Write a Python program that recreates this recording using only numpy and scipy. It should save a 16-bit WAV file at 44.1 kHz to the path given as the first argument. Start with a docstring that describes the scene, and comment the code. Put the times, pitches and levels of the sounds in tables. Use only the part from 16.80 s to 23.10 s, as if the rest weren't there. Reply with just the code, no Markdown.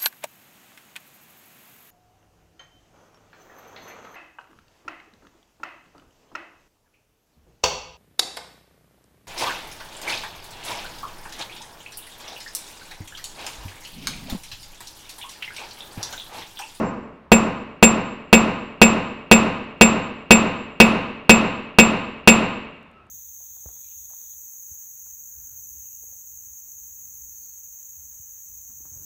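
"""A smith upsets a hot bolt on a steel anvil, about two hammer blows a second, close to the microphone.
Each blow is a noise crack, a thump of the anvil's stand, struck steel modes and a high ping, with forge echoes.
The contact brightens as the bolt cools; the first blow fell just before the start, so only its tail is heard.
A dull workshop rush runs beneath; scale ticks and a faint tone end it. The input stage saturates on loud blows."""
import sys
import numpy as np
from scipy import signal
from scipy.fft import rfft, irfft, next_fast_len
from scipy.io import wavfile

SR = 44100
rng = np.random.default_rng(int(sys.argv[2]) if len(sys.argv) > 2 else 0)


def output_pcm(signal):
    """Save a mono or channel-first signal as 16-bit PCM at the path in sys.argv[1].

    Samples are clipped to [-1, 1] before scaling.
    """
    pcm = np.clip(np.atleast_2d(signal).T, -1, 1) * 32767
    wavfile.write(sys.argv[1], SR, np.round(pcm).astype(np.int16))


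N = 277825


def amp(db):
    """Decibels to gain."""
    return 10 ** (np.asarray(db) / 20)


def along(points, hz):
    """A curve of (f/Hz, value) points, read on a log frequency axis."""
    f, value = np.transpose(points)
    return np.interp(np.log(hz + 1), np.log(f + 1), value)


def coloured(x, gain_db):
    """x through the causal minimum-phase filter whose gain in dB is a function of frequency."""
    m = 2 * next_fast_len(len(x))
    log_gain = np.log(amp(gain_db(np.fft.rfftfreq(m, 1 / SR))) + 1e-6)
    cepstrum = irfft(log_gain, m)
    # folding the cepstrum onto positive time makes the filter causal
    cepstrum[1:m // 2] *= 2
    cepstrum[m // 2 + 1:] = 0
    response = np.exp(rfft(cepstrum))
    return irfft(rfft(x, m) * response, m)[:len(x)]


def fade(t, t60):
    """Exponential decay, 60 dB down after t60 seconds."""
    return np.exp(-np.log(1000) * t / t60)


def ring(t, hz, db, t60):
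    """One struck mode: a decaying sine."""
    return amp(db) * np.sin(2 * np.pi * hz * t) * fade(t, t60)


def reverberation(t, build_up):
    """Dense wall echoes: noise that builds up (time constant in s), then dies at a rate set by frequency."""
    # decay of the forge: f/Hz, t60/s
    forge_t60 = [(60, 0.89), (220, 0.93), (1000, 0.9), (2600, 1.008), (4100, 0.81), (5200, .63),
                 (7400, 0.59), (14000, 0.28)]
    hz, frame_s, spectrum = signal.stft(rng.standard_normal(len(t)), SR, nperseg=256)
    decay = fade(frame_s, along(forge_t60, hz)[:, None])
    tail = signal.istft(spectrum * decay, SR, nperseg=256)[1][:len(t)]
    return tail * (1 - np.exp(-t / build_up))


def in_room(x, walls, wet_db):
    """A sound together with its wall echoes."""
    return x + amp(wet_db) * signal.fftconvolve(x, walls)[:len(x)]


def impact(t, walls, crack_t60=0.064, push_db=9):
    """One sharp push of air, scattered at once by anvil, floor and smith, then by the whole forge."""
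    # tone of the contact's crack: f/Hz, gain/dB
    crack_tone = [(30, 2), (100, 10), (220, 17.5), (500, 22), (1200, 14), (2000, 14), (3500, 10),
                  (7000, -17.5), (15000, -7.5)]
    # tone of the forge's echoes: f/Hz, gain/dB
    forge_tone = [(30, -3.5), (110, -2.5), (160, 4), (225, 12.5), (310, 2.5), (600, 2), (820, -2),
                  (1060, 2.5), (1400, -10.5), (2000, -7), (2650, -4.5), (3150, -17.5), (4300, -18),
                  (4900, -28), (8000, -36.5), (15000, -47.5)]
    crack = rng.standard_normal(len(t)) * fade(t, crack_t60)
    crack[0] = amp(push_db)
    direct = coloured(crack, lambda hz: along(crack_tone, hz))
    echoes = coloured(walls, lambda hz: along(forge_tone, hz))
    return direct + echoes


def stand(t):
    """Dry friction takes the same amount from every swing, so the thump stops short; a low hum lies under it."""
    # shudder of the anvil on its stand: f/Hz, level/dB, time to rest/s
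    shudder = [(56.75, -8, 0.054), (199.6, -3.5, 0.052), (223.4, 4, 0.059), (468.3, -2, 0.038),
               (528.7, -9, 0.059), (667.6, -6.5, .045)]
    # low hum, its decay already under way at the blow: start after the blow/s, f/Hz, level at start/dB, t60/s
    low_hum = (-0.25, 80.5, -13, 0.57)
    thump = np.zeros(len(t))
    for hz, db, rest in shudder:
        thump += amp(db) * np.sin(2 * np.pi * hz * t) * np.maximum(1 - t / rest, 0)
    start, *mode = low_hum
    return thump + ring(np.maximum(t - start, 0), *mode)


def steel_ping(t, onset=0.021):
    """A pair of close high modes, the second much weaker, with a soft onset (time constant in s)."""
    # the pair before each blow's own ping level: f/Hz, level/dB, t60/s
    pair = [(7398, 10.5, 0.15), (7340, -13.5, 0.12)]
    return sum(ring(t, *mode) for mode in pair) * (1 - np.exp(-t / onset))


def shattering_scale(t, level_db=-17, t60=0.14):
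    """Oxide scale shatters differently under each blow: a fresh burst of decaying noise."""
    return amp(level_db) * rng.standard_normal(len(t)) * fade(t, t60)


def hardness_db(s):
    """How hard the bolt meets the hammer at time s: its skin chills quickly, its core slowly."""
    hot_core_db, core_db_per_s = -4.5, 0.95
    hot_skin_db, skin_chill_s = -10.5, 0.41
    return hot_core_db + core_db_per_s * s + hot_skin_db * np.exp(-s / skin_chill_s)


def brightened(x, hard_db):
    """A shorter, harder contact puts more into the treble."""
    # share of the hardness that each frequency takes: f/Hz, share
    hardness_share = [(500, 0.092), (1500, 0.2), (2600, 0.77), (4100, 0.85), (5400, 0.1), (10000, 0.38)]
    return coloured(x, lambda hz: hard_db * along(hardness_share, hz))


def hammer(ring_wet_db=-54, ping_wet_db=-56, vary_db_per_khz=0.28, bite=0.26):
    """The same struck anvil in the same room for every blow; force varies and the contact hardens."""
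    # hammer blows: t/s, force level/dB, high ping level/dB
    blows = [(-0.12, -2.5, -10), (0.518, -5, -7), (1.0268, -5, 0), (1.5286, -4.5, -7), (2.016, -4.5, -5.5),
             (2.5136, -4, -5.5), (3.0111, -5, -3), (3.5075, -4.5, -3.5), (4.0015, -4.5, -16),
             (4.4944, -4.5, -6), (4.9862, -5.5, -5.5), (5.475, -4.5, -3.5)]
    # anvil and hammer ring together, before variation and force: f/Hz, level/dB, t60/s
    steel_modes = [(1247, 23, 0.0037), (1251, 4, 0.045), (1530, 1.5, 0.014), (2267, -2, 0.18),
                   (2530, -16.5, 0.52), (2571, 7.5, 0.11), (2746, 5.5, 0.11), (3576, -5.5, 0.11),
                   (5150, -14, 0.081), (5676, -13, 0.018), (9690, -44.5, 0.47), (10400, -31, 0.22)]
    # the face first presses the bolt home: lead ahead of the blow/s, f/Hz, level/dB, t60/s
    first_touch = (.0014, 1097.5, -29, 1.04)
    t = np.arange(SR + SR // 2) / SR
    walls = reverberation(t, build_up=0.0026)
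    knock = impact(t, walls) + stand(t)
    steel = np.array([in_room(ring(t, *mode), walls, ring_wet_db) for mode in steel_modes])
    steel_khz = np.array(steel_modes)[:, 0] / 1000
    ping = steel_ping(t)
    lead, *touch_mode = first_touch
    # a second of room ahead of the start holds the beginning of the first blow
    out = np.zeros(N + 3 * SR)
    for s, force_db, ping_db in blows:
        hard_db = hardness_db(s)
        # the point of contact wanders a little, which the high modes feel most
        mode_gain = amp(vary_db_per_khz * steel_khz * rng.standard_normal(len(steel)))
        clang = mode_gain @ steel
        # a bolt that is still soft cushions the steel
        clang = clang * amp(bite * min(hard_db, 0))
        blow = brightened(knock + clang + shattering_scale(t), hard_db)
        # short waves feel every move of the smith, so the ping's echoes are new each time
        ping_walls = reverberation(t, build_up=0.0063)
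        blow = blow + amp(ping_db) * in_room(ping, ping_walls, ping_wet_db)
        out[SR + round(s * SR):][:len(t)] += amp(force_db) * blow
        out[SR + round((s - lead) * SR):][:len(t)] += ring(t, *touch_mode)
    return out[SR:][:N]


def background(whine_hz=1300, width_hz=45):
    """The workshop's dull rush is filtered noise; a narrow noise band makes a thin tone that swells at the end."""
    # tone of the steady rush: f/Hz, gain/dB
    rush_tone = [(25, -51), (70, -33), (120, -42), (250, -44), (1200, -48.5), (3000, -60.5), (6000, -78.5),
                 (15000, -89.5)]
    # swell of the thin tone: t/s, RMS level/dB
    whine_swell = [(6.08, -78), (6.169, -57), (6.3, -61)]
    rush = coloured(rng.standard_normal(N), lambda hz: along(rush_tone, hz))
    whine = coloured(rng.standard_normal(N),
                     lambda hz: -20 * np.log10(1 + ((hz - whine_hz) / width_hz) ** 2))
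    whine_db = np.interp(np.arange(N) / SR, *np.transpose(whine_swell))
    return rush + whine / whine.std() * amp(whine_db)


def ticks(tick_hz=7700, t60=0.012):
    """Loose scale ticks on the anvil's face as the bolt is lifted: tiny gritty noise bursts."""
    # ticks: t/s, level/dB
    tick_times = [(6.029, -56), (6.114, -55), (6.268, -60)]
    t = np.arange(SR // 10) / SR
    out = np.zeros(N + SR)
    for s, db in tick_times:
        burst = rng.standard_normal(len(t)) * fade(t, t60)
        # 14 dB per octave away from the centre
        grit = coloured(burst, lambda hz: -14 * abs(np.log2((hz + 1) / tick_hz)))
        out[round(s * SR):][:len(t)] += amp(db) * grit
    return out[:N]


def scene():
    """Everything that reaches the one microphone."""
    return (hammer() + background() + ticks())[None]


def record(dry, top=0.95, knee=4.5, low_hz=8, top_hz=15750):
    """The input stage saturates on loud peaks; its flat tops droop, and the band ends steeply."""
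    clipped = dry / (1 + abs(dry / top) ** knee) ** (1 / knee)
    drooped = signal.lfilter(*signal.butter(1, low_hz, "high", fs=SR), clipped)
    m = next_fast_len(N + SR)
    edge = 1 / (1 + (np.fft.rfftfreq(m, 1 / SR) / top_hz) ** 300)
    return irfft(rfft(drooped, m) * edge, m)[:, :N]


dry = scene()
out = record(dry)
output_pcm(out)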